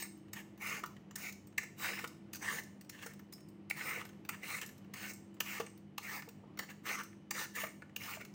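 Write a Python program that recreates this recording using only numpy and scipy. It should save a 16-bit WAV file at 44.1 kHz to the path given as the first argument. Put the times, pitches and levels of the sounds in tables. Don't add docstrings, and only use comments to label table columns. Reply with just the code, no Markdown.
import sys
import numpy as np
from scipy import signal
from scipy.fft import rfft, irfft
from scipy.io import wavfile
from scipy.ndimage import uniform_filter1d

SR = 44100
rng = np.random.default_rng(int(sys.argv[2]) if len(sys.argv) > 2 else 0)


def bounce(signal):
    frames = np.transpose(np.atleast_2d(signal))
    limited = np.clip(frames, -1, 1)
    pcm = np.round(limited * 32767).astype(np.int16)
    wavfile.write(sys.argv[1], SR, pcm)


N = 367792
T = np.arange(N) / SR

# (frequency [Hz], width [Hz], level [dB])
ROOT_MODES = [(462, 136, -9.5), (817, 166, -7), (1211, 210, -3), (1505, 99, -2), (1783, 140, -1),
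              (2196, 228, -2.5), (2775, 343, -4), (3470, 490, -25.5)]


def undb(db):
    return 10 ** (np.asarray(db) / 20)


def unit(x):
    return x / np.sqrt(np.mean(x ** 2))


def resonate(x, hz, width_hz):
    return signal.lfilter(*signal.iirpeak(hz, hz / width_hz, fs=SR), x)


def colour(x, points):
    hz, db = np.transpose(points)
    bins_hz = np.fft.rfftfreq(N, 1 / SR)
    gain = undb(np.interp(np.log(bins_hz + 1), np.log(hz), db))
    return irfft(rfft(x) * unit(gain), N)


def walk(rate_hz):
    k = int(SR / rate_hz)
    steps = np.repeat(rng.standard_normal(N // k + 1), k)
    return unit(uniform_filter1d(steps, k)[:N])


def fibres(scatter_db, judder_db, judder_hz):
    snaps = rng.standard_normal(N) * undb(scatter_db * rng.exponential(size=N))
    return unit(snaps * undb(judder_db * walk(judder_hz)))


def burst(start_s, rise_ms, fall_ms):
    ms = 1000 * (T - start_s)
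    return np.clip(ms / rise_ms, 0, 1) ** 2 * np.exp(-np.clip(ms - rise_ms, 0, None) / fall_ms)


def favour(hz):
    range_db, width_octaves = 9, .17
    modes_hz = np.array(ROOT_MODES)[:, :1]
    nearness = np.exp(-(np.log2(modes_hz / hz) / width_octaves) ** 2)
    return undb(range_db * (nearness - .5))


def stroke_drive():
    # (time in the cut [s], swell [ms], sag [ms], entering level [dB], peak level [dB],
    # leaving level [dB], hiss re tearing [dB], favoured root frequency [Hz])
    strokes = [(0.0, 10, 63, -49, -47, -61.5, 2, 2360), (0.365, 4.6, 38, -45, -44.5, -52, -7, 1910),
               (0.618, 71, 107, -45, -37.5, -47, -4.5, 2040),
               (1.183, 50.5, 64, -49, -46.5, -48, -3.5, 2100), (1.61, 30, 10, -56, -46, -54, -6, 1980),
               (1.793, 58, 190, -44.5, -37.5, -52.5, -4, 1970),
               (2.424, 67, 104, -43.5, -40.5, -42, -4.5, 1840), (2.93, 46, 20, -60, -61, -53.5, -7, 1770),
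               (3.03, 12, 71, -45, -52.5, -60, -4, 1820), (3.768, 118, 130, -46, -39.5, -47, -7, 2037),
               (4.321, 26, 6.9, -53, -43.5, -57, -16, 1880), (4.434, 74, 80, -48, -40.5, -46, -3, 2260),
               (4.625, 9.3, 18, -47.5, -40.5, -59, -9.5, 1940),
               (4.962, 69, 81, -47.5, -44.5, -45.5, -4, 2070),
               (5.459, 41, 85.5, -48, -42.5, -43, -5.5, 2420), (5.61, 5, 17, -62, -52, -70, -7, 1200),
               (6.03, 123, 48, -50, -41.5, -49.5, -4, 1970), (6.624, 15, 4.5, -49.5, -47.5, -53, -12, 1820),
               (6.69, 17, 9.2, -60, -46.5, -53, -5, 1830), (6.864, 32.4, 61, -40.5, -37, -42, -5, 1930),
               (6.99, 6.8, 14, -38, -42.5, -40, -11, 1520),
               (7.345, 53.5, 47, -45.5, -40.5, -44, -0.5, 1680),
               (7.562, 51, 56, -42, -40.5, -53.5, -3.5, 1900), (8.01, 46, 104, -48.5, -45, -45, -3.5, 2400),
               (8.205, 8.3, 9.1, -47, -41, -52, -12, 2290)]
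    sink_ms, lift_ms, faint_db, touch_s = 27, 24.4, -24, .0068
    root, edge = np.zeros((len(ROOT_MODES), N)), np.zeros(N)
    for s, swell_ms, sag_ms, in_db, peak_db, out_db, hiss_db, hz in strokes:
        ms = np.cumsum([0, sink_ms, swell_ms, sag_ms, lift_ms]) - sink_ms
        times_s = s + ms / 1000
        levels_db = [in_db + faint_db, in_db, peak_db, out_db, out_db + faint_db]
        db = np.interp(T, times_s, levels_db)
        inside_s = np.minimum(T - times_s[0], times_s[-1] - T)
        touch = np.clip(inside_s / touch_s + 1, 0, 1)
        root += touch * undb(db) * favour(hz)
        edge += touch * undb(db + hiss_db)
    return root, edge


def bite_and_knock_drive():
    # (time [s], root peak level [dB], edge re root peak [dB], favoured root frequency [Hz])
    bites_and_knocks = [(0.022, -44.5, 4, 2200), (0.332, -42.5, 7, 2170), (0.836, -41, -12, 1200),
                        (1.157, -42, 6.5, 1950), (1.579, -29, -3.5, 1880), (2.041, -38, -8, 1210),
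                        (2.332, -41.5, 6, 1900), (2.895, -46, 4.5, 2350), (3.062, -42.5, 0, 1570),
                        (3.325, -53.5, 9, 2380), (3.699, -41.5, 6, 2600), (3.708, -36.5, -7, 2190),
                        (4.29, -32, -2, 2230), (4.43, -45, -21, 2300), (4.937, -39.5, -2.5, 1860),
                        (5.404, -32.5, 2.5, 2700), (5.599, -34, -8, 900), (5.98, -34.5, -3, 2820),
                        (6.59, -30, -6, 1750), (7.308, -32.5, 0.5, 1830), (7.553, -48, 8.5, 2350),
                        (7.638, -33, -31, 1200), (7.667, -39, -17, 1300), (7.962, -42.5, 6, 2880)]
    rise_ms, fall_ms, lead_s = 5.6, 5.2, .0033
    root, edge = np.zeros((len(ROOT_MODES), N)), np.zeros(N)
    for s, db, edge_db, hz in bites_and_knocks:
        stretch = (2000 / hz) ** .5
        shape = burst(s - lead_s * stretch, rise_ms * stretch, fall_ms * stretch) * undb(db)
        root += shape * favour(hz)
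        edge += shape * undb(edge_db)
    return root, edge


def rattle_drive():
    # (time [s], level [dB], root share re level [dB])
    rattles = [(0.175, -65, -1), (0.282, -62.5, 2), (0.576, -53, -3), (0.86, -43, -8), (0.9653, -58.5, 4),
               (1.1092, -52, -3), (1.324, -47, -10), (1.4706, -57.5, -9), (1.5254, -64, 4), (1.99, -42, -3),
               (2.075, -45, -17), (2.347, -42, -7.5), (2.356, -38, -10), (2.367, -49, -8),
               (2.635, -50, -12), (2.8104, -47.5, -6.5), (2.8459, -60.5, -7), (3.023, -64, 8),
               (3.135, -53, -8), (3.193, -51.5, -1), (3.3346, -57, -23), (3.3794, -63, 2.5),
               (3.405, -59, -10), (3.486, -62, -13), (4.0513, -44, -5), (4.09, -51.5, -5), (4.131, -65, 3),
               (4.2495, -49.5, -4), (4.6136, -39, -3), (4.6618, -46.5, -19), (4.69, -48.5, -4),
               (4.779, -57, -16), (4.8447, -64, 3), (5.135, -49, -19), (5.342, -58, -14), (5.366, -64, 5),
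               (5.6638, -50.5, 4.5), (5.775, -56, -11), (6.2214, -47, 3), (6.2874, -44.5, -11),
               (6.573, -47, -0.5), (6.688, -56.5, 9.5), (7.0335, -45.5, -18), (7.129, -66.5, 7),
               (7.8201, -57, 10.5), (7.894, -64, 4.5), (8.034, -48, -3), (8.2493, -46.5, -5)]
    rise_ms, fall_ms, lead_s = 2.1, 5.4, .001
    root, edge, dull = np.zeros(N), np.zeros(N), np.zeros(N)
    for s, db, root_db in rattles:
        shape = burst(s - lead_s, rise_ms, fall_ms) * undb(db)
        root += shape * undb(root_db)
        edge += shape / (1 + undb(2 * root_db))
        dull += shape / (1 + undb(-2 * root_db))
    return root, edge, dull


def root_body(drives):
    out = np.zeros(N)
    for k, (hz, width_hz, db) in enumerate(ROOT_MODES):
        out += (-1) ** k * undb(db) * resonate(drives[k], hz, width_hz)
    return out


def patchy(x):
    depth_db, per_octave, wander_hz = 3.5, 9, 14.
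    place = per_octave * np.log2(np.fft.rfftfreq(N, 1 / SR) + 1)
    spectrum, out = rfft(x), np.zeros(N)
    for centre in range(11 * per_octave, 14 * per_octave + 1):
        band = irfft(spectrum * np.clip(1 - np.abs(place - centre), 0, 1), N)
        out += band * unit(undb(depth_db * walk(wander_hz)))
    return out


def peeling():
    # (frequency [Hz], relative density [dB per Hz])
    edge_spectrum = [(1940, -24), (3300, -16.5), (3660, -6), (4790, -6.5), (6460, -2.5), (7510, -6),
                     (8170, -5.5), (10000, -11.5), (12600, -16), (13900, -10), (14600, 0.5), (15200, 2),
                     (15700, -4)]
    wander_db, wander_hz, dull_hz = 3.0, 30., 9600
    stroke_root, stroke_edge = stroke_drive()
    bite_root, bite_edge = bite_and_knock_drive()
    rattle_root, rattle_edge, dull = rattle_drive()
    root = stroke_root + bite_root + rattle_root
    edge = stroke_edge + bite_edge + rattle_edge

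    tear = fibres(scatter_db=2.5, judder_db=1.5, judder_hz=152.0)
    wander = np.array([undb(wander_db * walk(wander_hz)) for _ in ROOT_MODES])
    torn = root_body(tear * root * wander) / np.std(root_body(tear * wander))

    hiss = fibres(scatter_db=1.5, judder_db=1.0, judder_hz=196.0)
    lowpass = signal.butter(4, dull_hz, fs=SR, output="sos")
    muffled = signal.sosfilt(lowpass, hiss * dull)
    return torn + patchy(colour(hiss * edge + muffled, edge_spectrum))


def motor_tone(hz, db):
    phase = 2 * np.pi * np.cumsum(hz * (1 + .002 * walk(10.))) / SR
    return np.sqrt(2) * np.sin(phase) * undb(db + 1.2 * walk(22.0))


def background():
    # (frequency [Hz], relative density [dB per Hz])
    air_spectrum = [(18, -73), (30, -40), (64, -17), (208, -3.5), (250, -11.5), (325, -8), (469, -17),
                    (1140, -26), (1610, -32), (1830, -29), (3010, -34), (3440, -39), (3820, -40),
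                    (13400, -60.5), (15700, -55)]
    # (frequency [Hz], width of each resonator in the pair [Hz], rms level [dB])
    hum_bands = [(102.9, 14.5, -67.5), (152.4, 14, -66.5), (198.7, 11.7, -69), (248.3, 14, -70.5),
                 (306.3, 7, -68.5), (2990, 45, -86.5)]
    air_db, beat_hz, beat_peak_s = -59.5, .565, 3.77
    out = undb(air_db + 1.0 * walk(2.995)) * colour(rng.standard_normal(N), air_spectrum)
    for hz, width_hz, db in hum_bands:
        once = resonate(rng.standard_normal(N), hz, width_hz)
        out += undb(db) * unit(resonate(once, hz, width_hz))
    beat = np.clip(0.58 + 1.1 * np.cos(2 * np.pi * beat_hz * (T - beat_peak_s)), 0, 1.3)
    return out + motor_tone(199.6, -60) + beat * motor_tone(333.3, -66.5)


def kitchen(x):
    # (low edge [Hz], high edge [Hz], t60 [s], level [dB])
    tail_bands = [(203, 1410, 0.28, -8.5), (1580, 13200, 0.42, -12), (4330, 9500, 0.45, -8.5),
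                  (9500, 20000, 0.35, -15)]
    t, tail, onset_s = T[:SR], np.zeros(SR), .0094
    for low_hz, high_hz, t60_s, db in tail_bands:
        bandpass = signal.butter(2, (low_hz, high_hz), "band", fs=SR, output="sos")
        band = signal.sosfilt(bandpass, rng.standard_normal(SR))
        fade = undb(-60 * t / t60_s) * np.clip(t / onset_s, 0, 1)
        tail += undb(db) * band * fade / np.sqrt(np.sum(fade ** 2))
    return signal.fftconvolve(x, tail)[:N]


def partial(hz, t60_s):
    t = T[:SR // 2]
    return np.sin(2 * np.pi * hz * t) * undb(-60 * t / t60_s)


def blade_rings():
    # (time [s], level [dB], frequency struck hardest [Hz])
    rings = [(0.024, -51, 8500), (0.024, -59, 4150), (0.024, -53, 10550), (0.86, -63, 12300),
             (1.3234, -66, 5110), (1.4706, -74, 8300), (2.076, -60.5, 12300), (2.076, -62, 5110),
             (3.3346, -60, 5200), (3.3346, -66, 12300), (3.486, -77, 8260), (3.486, -74, 12300),
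             (4.0517, -64, 12300), (4.6618, -54, 12300), (4.6618, -66, 5110), (5.135, -59, 8140),
             (5.135, -65, 12300), (5.6643, -62, 8380), (6.2876, -71, 8380), (7.0337, -64, 12300),
             (7.0337, -64, 8380), (7.69, -62, 8200)]
    # (nominal frequency [Hz], level [dB], t60 [s])
    blade_modes = [(5400, -1, 0.21), (5050, 2, 0.11), (7600, -4, 0.2), (8300, 7, 0.11), (12380, -1, 0.15),
                   (12300, -8, 0.098), (14620, -6, .1), (10370, -7.5, 0.18), (4110, -11, .25)]
    far_db_per_octave, far_floor_db, mix_db, detune, buzz_db = -34, -16, 2.0, .005, 4.5
    out = np.zeros(N + SR)
    for s, db, struck_hz in rings:
        start = int(s * SR)
        for hz, mode_db, t60_s in blade_modes:
            mix, shift = rng.standard_normal(2)
            away_db = max(far_db_per_octave * abs(np.log2(hz / struck_hz)), far_floor_db)
            tone = partial(hz * (1 + detune * shift), t60_s)
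            out[start:start + len(tone)] += tone * undb(db + mode_db + away_db + mix_db * mix)
    return out[:N] * undb(buzz_db * walk(300.))


def thuds():
    # (time [s], level [dB], pitch [Hz])
    hits = [(0.831, -43, 364), (2.038, -41, 485), (3.06, -43, 466), (3.972, -41.5, 480), (5.6, -29.5, 454),
            (6.277, -46, 462), (6.436, -50, 490), (7.635, -34, 634), (8.17, -42.5, 636)]
    # (multiple of the pitch, level [dB], t60 [s])
    thud_modes = [(1.002, 2, 0.044), (1.4, -3, 0.031), (1.85, -3, 0.033), (2.5, -11, 0.054)]
    out = np.zeros(N + SR)
    onset = 1 - np.exp(-T[:SR // 2] / 0.001)
    for s, db, hz in hits:
        start = int(s * SR)
        tone = sum(undb(mode_db) * partial(hz * k, t60_s) for k, mode_db, t60_s in thud_modes)
        out[start:start + len(tone)] += undb(db) * tone * onset
    return out[:N]


def squeak():
    start_s, length_s, from_hz, to_hz, db = 6.44, .085, 600, 1150, -67
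    x = np.clip((T - start_s) / length_s, 0, 1)
    hz = to_hz - (to_hz - from_hz) * (1 - x) ** 2
    phase = 2 * np.pi * np.cumsum(hz * (1 + 0.06 * walk(300.))) / SR
    return undb(db) * np.sqrt(np.sin(np.pi * x).clip(0)) * np.sin(phase)


def scene():
    side_db = -13
    near = peeling() + blade_rings() + thuds() + squeak()
    mid = near + kitchen(near) + background()
    smear = rng.standard_normal(400) * np.hanning(400)
    side = signal.fftconvolve(mid, smear / np.linalg.norm(smear), "same")
    side = resonate(side, 12400.0, 4300.0)
    side = undb(side_db) * resonate(side, 11000.0, 6700.0)
    return np.array([mid + side, mid - side])


def record(dry):
    top_hz = 15850
    return signal.sosfilt(signal.ellip(10, .3, 70, top_hz, fs=SR, output="sos"), dry)


dry = scene()
out = record(dry)
bounce(out)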